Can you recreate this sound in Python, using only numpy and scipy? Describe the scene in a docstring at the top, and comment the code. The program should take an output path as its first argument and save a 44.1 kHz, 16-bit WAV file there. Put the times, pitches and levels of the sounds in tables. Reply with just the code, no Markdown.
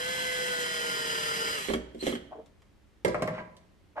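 """A cordless drill drives a screw into the cork of a glass bottle on a wooden table, slowing as it bites.
Motor and gears sound at multiples of the shaft rate, over gear rattle and the speed controller's whine.
The bit judders and jolts the bottle into its modes, and again on a short second squeeze of the trigger.
The drill is then stood on the table, where it rubs and rocks on its battery; a live room reverberates."""
import sys
import numpy as np
from scipy import signal
from scipy.fft import rfft, irfft
from scipy.io import wavfile
from scipy.ndimage import uniform_filter1d, map_coordinates

SR = 44100
rng = np.random.default_rng(int(sys.argv[2]) if len(sys.argv) > 2 else 0)


def generate_wav(signal):
    """Clip the signal to [-1, 1] and save it as 16-bit WAV at the path in sys.argv[1]."""
    frames = np.transpose(np.atleast_2d(signal))
    scaled = np.clip(frames, -1, 1) * 32767
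    pcm = np.round(scaled).astype(np.int16)
    wavfile.write(sys.argv[1], SR, pcm)


N = 176400

# rotation of the motor shaft (time [s], rate [turns/s])
SHAFT_RATE = [(0, 165), (.1, 170.2), (.17, 170.4), (.45, 167.3), (.7, 161.4), (1.0, 155.7), (1.2, 151.7),
              (1.33, 152.4), (1.55, 152.8), (1.6, 137), (1.7, 110), (1.77, 100), (1.9, 25), (1.99, 20),
              (2.05, 100), (2.15, 100), (2.3, 20)]
# envelope of motor and gear sound (time [s], level [dB])
DRIVE_LEVEL = [(0, -3), (.25, -1), (.8, -0.5), (1.25, 0.5), (1.55, 0), (1.66, -2.5), (1.755, -12.5),
               (1.79, -26.5), (1.87, -56), (1.99, -24.5), (2.035, -6.5), (2.08, -2.5), (2.155, -16),
               (2.19, -29.5), (2.3, -51)]
# motor and gear tones (order [shaft multiples], light level [dB], loaded level [dB])
SHAFT_ORDERS = [(2.64, -58, -54), (3, -39, -43), (4, -50, -49), (9, -37, -39), (10, -45, -47),
                (11, -51, -52), (12, -40, -46), (13.1, -54, -51), (19.14, -43, -44), (19.62, -54, -49),
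                (27, -58, -64), (30, -55, -59), (39, -60, -65), (43, -65, -61), (67, -66, -74)]
# controller tones (switching harmonic [number], offset [shaft multiples], light [dB], loaded [dB])
WHINE_PARTIALS = [(1, 0, -47, -51), (1, 6, -51, -42), (1, -6, -56, -53), (2, 0, -65, -65)]
# trigger squeezes (start [s], end [s])
SQUEEZES = [(-.1, 1.75), (1.995, 2.125)]
# response of the drill's housing (frequency [Hz], gain [dB])
HOUSING_RESPONSE = [(40, -25), (60, -12), (120, -11), (200, -4), (330, -12), (460, -1.5), (620, -13),
                    (900, -11), (1200, -11.5), (1500, -9.5), (1900, -2), (2500, -8), (3200, -2),
                    (3700, -13), (4300, -11), (5000, -15), (6200, -14), (8000, -14), (9700, -23.5),
                    (11400, -25.5), (13000, -39), (15000, -48.5)]
# stereo balance of the drill (frequency [Hz], left minus right [dB])
DRILL_BALANCE = [(200, -5), (600, -1), (1280, 3), (2400, -4), (4400, -0.5), (8000, 1), (12000, 15)]
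# background noise of the room (frequency [Hz], spectral level [dB])
AMBIENT_SPECTRUM = [(15, -37), (25, -8), (71, 0), (167, -12), (202, -5.5), (257, -17.5), (286, -9),
                    (673, -21.5), (1090, -24), (1350, -25), (1910, -25.5), (11200, -42.5), (15000, -50)]
# jolts of the bit in the screw
# (time [s], thud [dB], clack [dB], click [dB], left minus right [dB], left lead [ms], pitch [Hz])
BIT_JOLTS = [(1.685, -35, -42, -57, -9.5, .36, 366), (1.700, -31, -38, -58, -5, 0.31, 440),
             (1.736, -32, -34.5, -45, -1, 0.27, 390), (1.749, -36, -51, -68, -4, 0.3, 484),
             (1.947, -43, -63, -69, -2.5, 0.42, 420), (2.026, -34, -49, -66, -3, 0.46, 390),
             (2.067, -28, -36.5, -49, -4.5, 0.31, 440), (2.092, -39.5, -43, -66, -2, 0.34, 410),
             (2.125, -35.5, -41.5, -72, -2, 0.24, 337), (2.153, -44, -42.5, -56.5, -2, 0.39, 412)]
# modes of the bottle standing on the table (frequency [Hz], level [dB], t60 [s])
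BOTTLE_MODES = [(60.6, -21.5, 0.78), (115, -16.5, 0.31), (185.5, -15, 0.36), (236, -4, 0.15),
                (314, -2, 0.073), (373, 4.5, 0.038), (440, -0.5, .04), (501, -2, 0.047), (621.5, -7, 0.098)]
# clack of the bit in the screw head (frequency [Hz], spectral level [dB])
BIT_CLACK = [(1500, -1), (2150, 1), (2600, -14), (3200, 2.5), (3700, -12), (6000, -51)]
# bright click of any impact (frequency [Hz], spectral level [dB])
CLICK_SPECTRUM = [(1500, -5), (3500, 6), (5500, 2), (8000, 0.5), (11000, -7), (15000, -23.5)]
# squeaks of the straining motor (time [s], duration [s], frequency [Hz], level [dB])
MOTOR_SQUEAKS = [(1.694, .016, 4220, -45), (2.004, .014, 4230, -37)]
# slides on the wood (time [s], attack [s], hold [s], release t60 [s], centre [Hz], width [Hz], level [dB])
SLIDES = [(2.308, 0.016, 0.015, 0.14, 704, 444, -45), (2.352, 0.0039, 0.05, 0.091, 463, 355, -46.5),
          (3.209, 0.0064, 0.091, 0.38, 163, 220, -40.5), (3.31, 0.035, 0.049, 0.17, 1400, 1570, -48),
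          (3.955, 0.035, .05, .1, 740, 700, -33)]
# knocks of the drill on the table and ticks of its plastic
# (time [s], thud [dB], clack [dB], click [dB], left minus right [dB], left lead [ms], pitch [Hz])
BATTERY_KNOCKS = [(2.46, -68.5, -71, -71.5, 6, 0, 496), (2.62, -78, -70, -74.5, -1, 0, 500),
                  (3.048, -24.5, -33.5, -41, -6, 0.35, 440), (3.08, -29, -41.5, -49, 1.5, 0.42, 446),
                  (3.145, -31.5, -34, -59.5, 2, -0.13, 620), (3.222, -30.5, -36.5, -48, -2, -0.12, 700),
                  (3.276, -34, -37, -57.5, 0.5, -0.15, 600), (3.381, -48.5, -44, -85, -3, -0.087, 1610),
                  (3.4, -44.5, -63, -89, -1, -0.21, 1030), (3.567, -63.5, -78, -64.5, -3, -0.1, 700)]
# modes of the battery on the table (frequency [Hz], level [dB], t60 [s])
TABLE_MODES = [(63.4, -23, 1), (120.4, -13.5, 0.23), (185.5, -10, .2), (222, -2.5, 0.11), (348.3, -9, 0.13),
               (420, 1.5, 0.042), (463, 4.5, 0.037), (512.6, 1, 0.079), (619, 3, 0.051), (696, 1.5, 0.036),
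               (770, -7, 0.035), (1004, -9, 0.16), (1610, -11.5, 0.17)]
# clack of the battery on the table (frequency [Hz], spectral level [dB])
BATTERY_CLACK = [(500, 0.5), (800, 8), (1100, 12), (1500, 1), (2100, 7), (2900, -10.5), (4000, -35),
                 (8000, -47)]
# reverberation time of the room (frequency [Hz], t60 [s])
ROOM_T60 = [(100, 1), (500, 0.64), (2000, 0.62), (6000, 0.58), (14000, 0.21)]


def undb(db):
    """Amplitude ratio of a level in decibels."""
    return 10 ** (np.asarray(db) / 20)


def unit(x):
    """Normalisation to rms 1."""
    return x / np.sqrt(np.mean(x ** 2))


def clock():
    """Sample times in seconds."""
    return np.arange(N) / SR


def curve(rows):
    """Linear interpolation of (time, value) rows."""
    return np.interp(clock(), *np.array(rows).T)


def fade(t, t60):
    """Exponential decay by 60 dB in t60 seconds."""
    return np.exp(-np.log(1000) * np.maximum(t, 0) / t60)


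def along(hz, points):
    """Interpolation on a logarithmic frequency axis."""
    f, v = np.array(points).T
    return np.interp(np.log(np.maximum(hz, 1)), np.log(f), v)


def colour(x, points, share=1):
    """Zero-phase filtering by (frequency, gain) points; share scales the decibels."""
    hz = np.linspace(0, SR / 2, len(x) // 2 + 1)
    return irfft(rfft(x) * undb(share * along(hz, points)), len(x))


def walk(rate):
    """Smooth random modulation of rms 1, with rate new values a second."""
    step = max(int(SR / rate), 1)
    held = np.repeat(rng.standard_normal(N)[:N // step + 1], step)
    return unit(uniform_filter1d(held, step)[:N])


def microphones(x, lead_s):
    """Path difference: the sound reaches the left microphone lead_s before the right."""
    shift = np.exp(1j * np.pi * lead_s * np.linspace(0, SR / 2, len(x) // 2 + 1))
    return irfft(rfft(x) * np.array([shift, 1 / shift]), len(x))


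def partial(cycles, load, light_db, loaded_db, waver_db):
    """Amplitude modulation: a sinusoid's level follows the load and wavers at random."""
    wave = np.sqrt(2) * np.sin(2 * np.pi * (cycles + rng.random()))
    return wave * undb(light_db + load * (loaded_db - light_db) + waver_db * walk(35.57))


def motor_tones(turns, carrier_angle, load):
    """Rotation sounds at shaft orders, which under load throb once per turn of the planet carrier."""
    throb = 1 + 0.28 * load * np.sin(carrier_angle)
    return throb * sum(partial(order * turns, load, light, loaded, waver_db=2)
                       for order, light, loaded in SHAFT_ORDERS)


def controller_whine(turns, load, spin):
    """Switching sounds a tone and its octave; modulation by the shaft adds sidebands."""
    t, switch_hz, whine = clock(), 4029.5, 0
    pressed = sum(1. * ((t > start) & (t < end)) for start, end in SQUEEZES)
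    for harmonic, offset, light, loaded in WHINE_PARTIALS:
        cycles = harmonic * switch_hz * t + offset * turns
        gain = spin if offset else undb(-0.5 - spin)  # a slow motor whines more
        whine += gain * partial(cycles, load, light, loaded, waver_db=1.2)
    return uniform_filter1d(pressed, SR // 100) * whine


def gear_noise(turns, carrier_angle, load, spin):
    """Periodic tooth impacts and random rattle of loose gears force the housing's resonances."""
    teeth = rng.standard_normal(256)  # force pattern of one turn
    mesh = map_coordinates(teeth, [turns % 1 * len(teeth)], mode="grid-wrap")
    mesh = undb(-43) * spin * (1 - load / 2) * unit(colour(mesh, HOUSING_RESPONSE))
    wobble = 1 + 0.1 * (np.sin(carrier_angle) + np.sin(2 * carrier_angle))
    rattle = rng.standard_normal(N) * undb(3 * walk(1200)) * wobble
    return mesh + undb(-38) * unit(colour(rattle, HOUSING_RESPONSE))


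def drill():
    """One shaft sets the pitch of motor and gears; its loss of speed stands for the load."""
    rate, drive = curve(SHAFT_RATE), undb(curve(DRIVE_LEVEL))
    light_rate, loaded_rate, toneless_rate = 168, 153, 124  # turns/s
    load = np.clip((light_rate - rate) / (light_rate - loaded_rate), 0, 1)
    spin = np.clip((rate - toneless_rate) / (loaded_rate - toneless_rate), 0, 1)
    turns = np.cumsum(rate * (1 + .0012 * walk(90))) / SR
    carrier_angle = 2 * np.pi * .245 * turns
    tones = spin * drive * motor_tones(turns, carrier_angle, load)
    whine = controller_whine(turns, load, spin)
    mechanism = drive * gear_noise(turns, carrier_angle, load, spin) + motor_squeaks()
    # other faces of the housing send each microphone its own rattle
    faces = np.array([unit(colour(rng.standard_normal(N), HOUSING_RESPONSE)) for _ in range(2)])
    radiated = microphones(mechanism, lead_s=.0003643) + drive * undb(-41.5) * faces
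    left, right = room(radiated, wet_db=-13) + microphones(tones, lead_s=.0004) + whine
    return np.array([colour(left, DRILL_BALANCE, 0.92), colour(right, DRILL_BALANCE, -0.082)])


def diffuse_field():
    """One second of diffuse noise, coherent between the microphones only in the bass."""
    hz, corner_hz = np.linspace(0, SR / 2, SR // 2 + 1), 530
    coherence = 1 / (1 + (hz / corner_hz) ** 4)
    mid, side = rfft(rng.standard_normal((2, SR)))
    return irfft(np.sqrt(1 + coherence) * mid + np.sqrt(1 - coherence) * side * np.array([[1], [-1]]))


def room(x, wet_db):
    """Reverberation: direct sound, early reflections off table and window, and a tail that dulls."""
    t, hz = clock()[:SR], np.linspace(0, SR / 2, SR // 2 + 1)
    centres = np.geomspace(ROOM_T60[0][0], ROOM_T60[-1][0], len(ROOM_T60) * 2)
    noise, tail = rfft(diffuse_field()), 0
    for centre in centres:
        band = along(hz, list(zip(centres, centres == centre)))
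        tail += irfft(noise * band) * fade(t, along(centre, ROOM_T60))
    tail *= np.minimum(t / 0.006, 1)
    early = diffuse_field() * fade(t, t60=.09) * (t > .002)
    response = undb(wet_db) * tail / np.linalg.norm(tail[0])
    response += undb(-3.5) * early / np.linalg.norm(early[0])
    return x + signal.fftconvolve(x, response, axes=1)[:, :N]


def ambient_noise():
    """Quiet rumble and hiss of the room, partly correlated between the microphones."""
    mid, side = (unit(colour(rng.standard_normal(N), AMBIENT_SPECTRUM)) for _ in range(2))
    return undb(-63) * (mid + 0.69 * side * np.array([[1], [-1]]))


def impacts(rows, modes, clack_spectrum):
    """Modal response: a chattering blow rings the modes near its pitch most, with a clack and a click."""
    t, contact_s = clock()[:SR // 2], 0.006
    out = np.zeros((2, N + SR))
    for start, thud_db, clack_db, click_db, pan_db, lead_ms, pitch_hz in rows:
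        noise = rng.standard_normal((3, len(t)))
        force = noise[0] * fade(t, t60=.12)
        force *= .35 / np.linalg.norm(force)
        force[0] += 1  # the impulse that leads the chatter
        ring = 0
        for hz, db, t60 in modes:
            octaves_off = min(abs(np.log2(hz / pitch_hz)), 1)
            detuned_hz = hz * (1 + 0.011 * rng.standard_normal())
            ring += undb(db - 14 * octaves_off) * np.sin(2 * np.pi * detuned_hz * t) * fade(t, t60)
        thud = signal.fftconvolve(ring * np.minimum(t / contact_s, 1), force)[:len(t)]
        clack = colour(noise[1], clack_spectrum) * fade(t, t60=.055)
        click = colour(noise[2], CLICK_SPECTRUM) * fade(t, t60=.035)
        hit = sum(undb(db) * x / np.sqrt(np.mean(x[:SR // 40] ** 2))  # rms of the first 25 ms
                  for db, x in ((thud_db, thud), (clack_db, clack), (click_db, click)))
        balance = undb(np.array([[pan_db], [-pan_db]]) / 2)
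        i = int(start * SR)
        out[:, i:i + len(t)] += microphones(hit, lead_ms / 1000) * (1 - t / t[-1]) * balance
    return out[:, :N]


def bottle_jolts():
    """Impulsive excitation: the juddering bit sets the bottle ringing on the table."""
    return room(impacts(BIT_JOLTS, BOTTLE_MODES, BIT_CLACK), wet_db=-10.5)


def motor_squeaks():
    """The straining motor squeaks: brief frequency-modulated tones with a weak second harmonic."""
    t, out = clock(), 0
    for start, duration, hz, db in MOTOR_SQUEAKS:
        phase = 2 * np.pi * np.cumsum(hz * (1 + .02 * walk(500))) / SR
        envelope = np.sin(np.pi * np.clip((t - start) / duration, 0, 1))
        out += undb(db) * envelope * (np.sin(phase) + undb(-18) * np.sin(2 * phase))
    return out


def table_rubs():
    """Sliding friction on the wood drives one broad resonance with grainy noise."""
    t, f, out = clock(), np.linspace(1, SR / 2, N // 2 + 1), 0
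    for start, attack, hold, release, hz, width, db in SLIDES:
        grain = rng.standard_normal(N) * undb(2.5 * walk(250))
        detuning = (f / hz - hz / f) * hz / width / 1.3
        drone = irfft(rfft(grain) / (1 + 1j * detuning) ** 3)
        envelope = np.clip((t - start) / attack, 0, 1) * fade(t - start - attack - hold, release)
        out += undb(db) * unit(drone) * envelope
    return room(microphones(out, lead_s=-.00013), wet_db=-15)


def battery_knocks():
    """Each impact of the rocking drill excites the damped modes of battery and table."""
    return room(impacts(BATTERY_KNOCKS, TABLE_MODES, BATTERY_CLACK), wet_db=-6.5)


def scene():
    """Superposition of all the sources in one room."""
    return bottle_jolts() + battery_knocks() + drill() + table_rubs() + ambient_noise()


def record(dry):
    """Band limiting: an elliptic low-pass cuts the top of the treble."""
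    cutoff_hz = 15200
    return signal.sosfilt(signal.ellip(10, .2, 80, cutoff_hz, fs=SR, output="sos"), dry)


dry = scene()
out = record(dry)
generate_wav(out)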